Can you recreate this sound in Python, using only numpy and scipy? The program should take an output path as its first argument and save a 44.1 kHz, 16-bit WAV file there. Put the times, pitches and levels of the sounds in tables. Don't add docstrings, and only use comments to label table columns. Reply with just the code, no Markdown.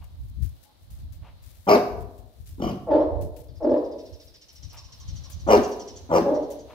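import sys
import numpy as np
from scipy import signal
from scipy.fft import rfft, irfft
from scipy.io import wavfile
from scipy.ndimage import uniform_filter1d

SR = 44100
rng = np.random.default_rng(int(sys.argv[2]) if len(sys.argv) > 2 else 0)


def to_wav(s):
    ch = np.atleast_2d(s).T
    pcm = np.round(np.clip(ch, -1, 1) * 32767)
    wavfile.write(sys.argv[1], SR, pcm.astype(np.int16))


N = 297224
TIME = np.arange(N) / SR


def gain_of(db):
    return 10 ** (np.asarray(db) / 20)


def evened(x):
    return x / np.sqrt(np.mean(x ** 2) + 1e-20)


def read(points, hz):
    table_hz, value = np.transpose(points)
    return np.interp(np.log(hz + 1), np.log(table_hz + 1), value)


def follow(rows, t):
    s, *columns = np.transpose(rows)
    return [np.interp(t, s, column) for column in columns]


def add(mix, s, sound):
    part = mix[..., max(round(s * SR), 0):][..., :sound.shape[-1]]
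    part += sound[..., :part.shape[-1]]


def noise(colour):
    spectrum = rfft(rng.standard_normal((2, N)))
    shape = gain_of(read(colour, np.fft.rfftfreq(N, 1 / SR)))
    return evened(irfft(spectrum * shape, N))


def wander(n, hz):
    return evened(np.interp(np.arange(n) * hz / SR, np.arange(4096), rng.standard_normal(4096)))


def resonate(x, hz, width):
    turn = np.exp(2j * np.pi * np.cumsum(hz * np.ones(len(x))) / SR)
    r = np.exp(-np.pi * width / SR)
    smooth = signal.lfilter([(1 - r) ** 2], [1, -2 * r, r * r], x / turn + 1e-18)
    return 2 * (turn * smooth).real


def near_dogs():
    # (start [s], rise [s], hold [s], fall [s], effort [dB], base pitch [Hz], roughness [0-1],
    #  throat frequency factor, brightness [dB/octave], flutter depth per unit roughness)
    near_barks = [(1.666, 0.035, 0.045, 0.049, -15.5, 225.9, 0.41, 0.996, 0.5, 0.41),
                  (2.578, 0.06, 0.059, 0.07, -29, 104.2, 0.59, 0.992, -1, 0.72),
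                  (5.464, .062, .022, .062, -14.5, 209.3, 0.38, 1.05, 1.5, 0.57),
                  (6.089, 0.0722, 0.0117, 0.0614, -19, 178.7, 0.46, 1.05, 0.5, 0.59)]
    # (frequency [Hz], width [Hz], level [dB])
    harsh_throat = [(190, 127, -8), (445, 220, -2.5), (695, 214, 1), (867, 190, -8.5), (1110, 230, -6.5),
                    (1424, 340, -22.5), (2255, 120, -15), (2640, 180, -15), (4950, 470, -25),
                    (5200, 1700, -27), (12400, 3400, -37)]
    gruff_throat = [(205, 90, 2), (352, 170, -0.5), (705, 130, -3), (1090, 250, -9), (2350, 420, -20.5),
                    (3030, 400, -17.5), (5350, 2200, -27), (12400, 11000, -42.5)]
    chesty_throat = [(196, 240, -8.5), (481, 147, 2), (677, 240, -1.5), (871, 200, -8.5), (1110, 130, -10),
                     (1430, 360, -19), (2150, 610, -23), (2583, 150, -20), (5240, 1470, -26.5),
                     (7160, 1100, -39), (12600, 13000, -46)]
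    # (effort [dB], share of pitch, roughness,
    #  share of throat factor, brightness [dB/octave])
    near_start = (-23, -0.2, -0.07, 0.51, -9)
    near_end = (-14, 0.41, -0.02, -0.61, -1.5)
    throats = [harsh_throat, gruff_throat, chesty_throat, chesty_throat]
    courses = [gesture(row, near_start, near_end, glide_hz_per_s=0) for row in near_barks]
    voices = [bark(course, throat, jitter=.2, doubling=0.44, throb_hz=46.2, chest_hz=118)
              for course, throat in zip(courses, throats)]
    heard = courtyard(sum(voices), lead_s=0.00022, balance_db=2.0, walls_db=2.5, tail_db=-5.5, build_s=0.002)
    return gain_of(3.0) * scattered(heard, above_hz=1250, turn_rad=1.5)


def far_dog():
    # (start [s], rise [s], hold [s], fall [s], effort [dB], base pitch [Hz], roughness [0-1],
    #  throat frequency factor, brightness [dB/octave], flutter depth per unit roughness)
    far_barks = [(2.864, .065, .035, .080, -19, 291.5, 0.47, 1.05, 1.5, .2),
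                 (3.599, .062, 0.0689, 0.058, -23.5, 281.1, 0.5, .99, 1, 1.86),
                 (6.237, 0.031, 0.039, .085, -23, 278.4, .32, 1, 1, 0.79)]
    # (frequency [Hz], width [Hz], level [dB])
    far_throat = [(350, 86.6, 4.5), (490, 110, 4), (557, 118, -3.5), (817, 47, -7), (902, 66, -17),
                  (1636, 77, -29.5), (2720, 440, -46.5), (3350, 250, -45), (4300, 380, -46.5)]
    # (effort [dB], share of pitch, roughness,
    #  share of throat factor, brightness [dB/octave])
    far_start = (-21, 0.32, -0.9, 0.7, -9)
    far_end = (-13, -0.02, 0.01, 0.29, 2.5)
    courses = [gesture(row, far_start, far_end, glide_hz_per_s=220) for row in far_barks]
    voices = [bark(course, far_throat, jitter=.12, doubling=0.59, throb_hz=42.97, chest_hz=220)
              for course in courses]
    heard = courtyard(sum(voices), lead_s=0, balance_db=0.4, walls_db=9.5, tail_db=1, build_s=0.011)
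    return gain_of(-0.5) * heard


def gesture(row, at_start, at_end, glide_hz_per_s):
    start, rise, hold, fall, db, hz, rough, mouth, bright_db, throb = row
    t = np.arange(0, rise + hold + fall, 1 / SR)
    opening = np.clip(1 - t / rise, 0, 1) ** 2
    closing = np.clip((t - rise - hold) / fall, 0, 1)
    offsets = np.outer(at_start, opening) + np.outer(at_end, closing)
    fade_db, bend, rasp, jaw, tilt_db = offsets
    pitch = hz * (1 + bend) + glide_hz_per_s * t
    roughness = np.clip(rough + rasp, 0, 1)
    return start + t, db + fade_db, pitch, roughness, mouth * (1 + jaw), bright_db + tilt_db, throb


def bark(course, throat, jitter, doubling, throb_hz, chest_hz):
    t, effort_db, hz, rough, mouth, bright_db, throb = course
    turns = np.cumsum(hz * (1 + jitter * rough * wander(len(t), 250.5))) / SR
    orders = np.arange(1, 20)[:, None]
    folds = (np.cos(2 * np.pi * orders * turns) * np.exp(-orders / 9)).sum(0)
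    puffs = (.7 + np.exp(-(turns % 1) / .4)) * rng.standard_normal(len(t))
    drive = (1 - rough) * evened(folds) + 3 * rough * evened(puffs)
    drive *= 1 + doubling * np.cos(np.pi * turns)
    voice = np.zeros(len(t))
    for f, width, db in throat:
        tilt_db = bright_db * np.log2(min(f, 2500) / 500)
        voice += gain_of(db + tilt_db) * resonate(drive, f * mouth, width)
    voice = signal.sosfilt(signal.butter(2, chest_hz, 'high', fs=SR, output='sos'), voice)
    voice /= np.sqrt(uniform_filter1d(voice ** 2, size=700) + 1e-12)
    flutter = 1 + throb * rough * np.cos(2 * np.pi * throb_hz * (t - t[0] - .005))
    track = np.zeros(N)
    add(track, t[0], gain_of(effort_db) * voice * flutter * signal.windows.tukey(len(t), .1))
    return track


def courtyard(x, lead_s, balance_db, walls_db, tail_db, build_s):
    # (delay [s], gain before walls_db, lead of the left port [s])
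    walls = [(.0034, 0.16, .0002), (0.0122, 0.18, -.0003), (0.047, .1, -.0001)]
    direct = arrive(x, 0, lead_s) * gain_of([[balance_db / 2], [-balance_db / 2]])
    echoes = sum(gain * arrive(x, delay, side) for delay, gain, side in walls)
    return direct + gain_of(walls_db) * echoes + gain_of(tail_db) * reverberate(x, build_s)


def arrive(x, delay_s, lead_s):
    lags = (0, round(lead_s * SR) / SR)
    return np.array([np.interp(TIME - delay_s - lag, TIME, x, left=0) for lag in lags])


def reverberate(x, build_s, port_gap_m=0.12):
    # (frequency [Hz], t60 [s])
    yard = [(120, 0.75), (300, 0.89), (600, 0.81), (1100, 0.71), (2300, 0.54), (5000, 0.51), (12000, 0.67)]
    hz, t, z = signal.stft(rng.standard_normal((2, SR)), SR, nperseg=512)
    same = np.sinc(2 * hz * port_gap_m / 343)[:, None]
    z = np.array([z[0], same * z[0] + np.sqrt(1 - same ** 2) * z[1]])
    z *= gain_of(-60 * t / read(yard, hz)[:, None])
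    z *= 1 - np.exp(-t / build_s)
    z /= np.linalg.norm(z, axis=2, keepdims=True)
    tail = signal.istft(z, SR, nperseg=512)[1]
    return signal.fftconvolve(x[None], tail / np.linalg.norm(tail[0]), axes=1)[:, :N]


def scattered(ports, above_hz, turn_rad):
    hz = np.fft.rfftfreq(N, 1 / SR)
    twist = np.array([np.interp(hz, np.arange(80) * 300, rng.standard_normal(80)) for _ in ports])
    onset = np.clip(2 * (hz / above_hz - 1), 0, 1)
    return irfft(rfft(ports) * np.exp(1j * turn_rad * twist * onset), N)


def bird():
    # (phrase start [s], phrase end [s], note spacing [s])
    phrases = [(3.483, 4.8, .0714), (4.84, 5.5, .079), (5.548, 6.0, .082), (6.34, 6.62, .082)]
    # (time [s], mean level [dB], mean centre [Hz])
    chatter = [(3.47, -67, 4900), (4, -59, 5100), (4.5, -57, 5300), (5.05, -51, 5650), (5.3, -53, 5900),
               (5.85, -49, 5900), (6.6, -59, 6000)]
    # (multiple of the centre, width [Hz], level [dB])
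    beak = [(1, 1050, 0), (.82, 1100, -6), (.56, 900, -10)]
    voice = np.zeros(N)
    u = np.linspace(0, 1, int(.05 * SR))
    glide = 1.04 - .14 * u
    for s in np.concatenate([np.arange(*phrase) for phrase in phrases]):
        db, hz = follow(chatter, s)
        rasp = rng.standard_normal(len(u))
        hz = hz * rng.uniform(.95, 1.05)
        note = sum(gain_of(band_db) * resonate(rasp, k * hz * glide, width) for k, width, band_db in beak)
        swell = np.sin(np.pi * np.sqrt(u))
        add(voice, s, gain_of(db + 2 * rng.normal()) * evened(note * swell))
    heard = arrive(voice, 0, 0) + gain_of(-6) * reverberate(voice, build_s=.01)
    return gain_of([[-.5], [.5]]) * scattered(heard, above_hz=1400, turn_rad=1.3)


def paws():
    # (start [s], level [dB], length [s])
    scuffs = [(0, -59, 0.064), (1.202, -56, 0.13), (4.704, -53, 0.11), (6.666, -52, 0.099)]
    # (frequency [Hz], relative density [dB per Hz])
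    scuff_colour = [(200, -19), (600, 0.5), (950, 5), (1600, -9.5), (2800, -5.5), (4500, -24.5),
                    (10000, -38)]
    level = np.zeros(N)
    for s, db, length in scuffs:
        add(level, s, gain_of(db) * np.hanning(int(length * SR)))
    grit = level * noise(scuff_colour)[0] * gain_of(2 * wander(N, 300))
    return courtyard(grit, lead_s=0, balance_db=3.5, walls_db=-38, tail_db=-4.5, build_s=0.0056)


def rustles(rise_s=0.007):
    # (start [s], nominal level [dB], t60 [s], left-right difference [dB])
    slips = [(0.042, -49, 0.036, 13), (.28, -59, 0.099, 6), (.423, -46, 0.3, 3), (.628, -50.5, 0.12, 13),
             (.903, -49.5, 0.25, 1), (1.1235, -54, 0.12, 22), (1.424, -53.5, 0.98, 5.5),
             (2.007, -53.5, .1, 14.5), (2.18, -56, 0.07, 13), (2.4593, -47.5, 0.4, 1.5),
             (3.211, -42, 0.19, 4), (3.3632, -47, 0.23, 9), (4.5265, -56.5, 0.2, 13.5),
             (4.7274, -50.5, 0.19, 10), (5.2997, -39.5, .11, 8.5), (5.673, -49, 0.3, 9),
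             (6.5027, -41.5, 0.16, 5)]
    # (frequency [Hz], relative density [dB per Hz])
    rustle_colour = [(500, -16.5), (1500, -3), (3000, -2), (5500, 0.5), (8500, -0.5), (12500, 2.5),
                     (15500, 1.5)]
    level, t = np.zeros((2, N)), np.arange(SR // 2) / SR
    for s, db, t60, side_db in slips:
        hiss = gain_of(-60 * t / t60) * (1 - np.exp(-t / rise_s))
        tick = np.exp(-t / .002)
        stroke = gain_of(-3) * hiss + gain_of(-9) * tick
        add(level, s, gain_of([[db + side_db / 2], [db - side_db / 2]]) * stroke)
    grip = gain_of([[-67], [-77]]) * gain_of(3 * wander(N, 12))
    return (level + grip) * noise(rustle_colour) * gain_of(2.2 * wander(N, 500))


def wind(left_db=0, right_db=-1, lumps_db=3.5, gust_edge_db=-6.5):
    # (middle [s], length [s], left level [dB], right level [dB])
    gusts = [(0.28, 0.13, -36.5, -39.5), (0.442, 0.13, -24.5, -62), (1.08, 0.29, -45.5, -37.5),
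             (1.453, 0.11, -40, -67), (2.007, 0.2, -35.5, -62), (2.235, 0.11, -36.5, -73),
             (2.502, 0.18, -39, -43), (2.654, 0.11, -31, -50), (2.972, 0.13, -32, -56),
             (3.146, .12, -41, -26), (3.24, .13, -30.5, -28), (4.15, 0.081, -57, -44.5),
             (4.645, 0.12, -38, -69), (5.123, 0.21, -34, -40.5), (5.487, 0.28, -39, -33.5),
             (6.19, 0.47, -43, -44)]
    # (time [s], level [dB])
    breeze = [(0, -39), (.5, -47), (.7, -66), (.9, -46.5), (2.2, -58.5), (3.6, -43.5), (4.45, -63.5),
              (4.8, -47), (5.9, -53), (6.73, -50)]
    # (frequency [Hz], relative density [dB per Hz])
    buffet = [(20, -27.5), (38, -12), (58, 0), (85, -2), (125, -11), (190, -25.5), (300, -31), (700, -77)]
    t = TIME[::100]
    power = gain_of(follow(breeze, t)[0] + np.array([[left_db], [right_db]])) ** 2
    for s, length, *ports_db in gusts:
        swell = gain_of(gust_edge_db * (2 * (t - s) / length) ** 2)
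        power = power + np.outer(gain_of(ports_db), swell) ** 2
    level = np.array([np.interp(TIME, t, np.sqrt(port)) * gain_of(lumps_db * wander(N, 22)) for port in power])
    eddies = noise(buffet)
    eddies /= np.sqrt(uniform_filter1d(eddies ** 2, size=4000))
    return level * eddies * np.minimum(TIME / .01, 1)


def far_calls(width_hz=130):
    # (start [s], length [s], level [dB], pitch [Hz])
    calls = [(0.635, 0.099, -64, 810), (4.759, 0.08, -63, 1065), (4.871, 0.061, -60.5, 1090),
             (4.98, 0.085, -64, 1056), (5.242, 0.069, -60.5, 1090)]
    voice = np.zeros(N)
    for s, length, db, hz in calls:
        swell = np.hanning(int(length * SR))
        tone = evened(resonate(rng.standard_normal(len(swell)), hz, width_hz))
        add(voice, s, gain_of(db) * swell * tone)
    return arrive(voice, 0, 0) + gain_of(-2.5) * reverberate(voice, build_s=0.012)


def outdoors():
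    # (frequency [Hz], relative density [dB per Hz])
    hush_colour = [(88, -27), (150, -4.5), (339, -9), (428, -13), (561, -7.5), (1370, -19), (2600, -22.5),
                   (3980, -15), (7130, -32.5), (12500, -29.5), (15500, -34)]
    # (time [s], hush level [dB], chirring level [dB])
    distance = [(0, -65.5, -77), (1.4, -63.5, -72), (2.3, -67.5, -84), (4.4, -66, -69.5), (5.2, -57, -62),
                (6.7, -57.5, -72.5)]
    hush_db, chirr_db = follow(distance, TIME)
    chirr = evened(np.array([resonate(side, 4000, 1800) for side in rng.standard_normal((2, N))]))
    hush = gain_of(hush_db + wander(N, 14)) * noise(hush_colour)
    return hush + gain_of(chirr_db + 2 * wander(N, 4.7)) * chirr


def scene():
    dogs = near_dogs() + far_dog()
    ring = gain_of(-8) * np.array([resonate(side, 1701, 3) for side in dogs])
    return dogs + ring + bird() + far_calls() + rustles() + paws() + wind() + outdoors()


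def record(dry, edge_hz=15750):
    rounded = dry / (1 + (dry / .95) ** 6) ** (1 / 6)
    low_pass = signal.firwin(511, edge_hz, window=("kaiser", 9), fs=SR)
    return signal.oaconvolve(rounded, low_pass[None], "same")


dry = scene()
out = record(dry)
to_wav(out)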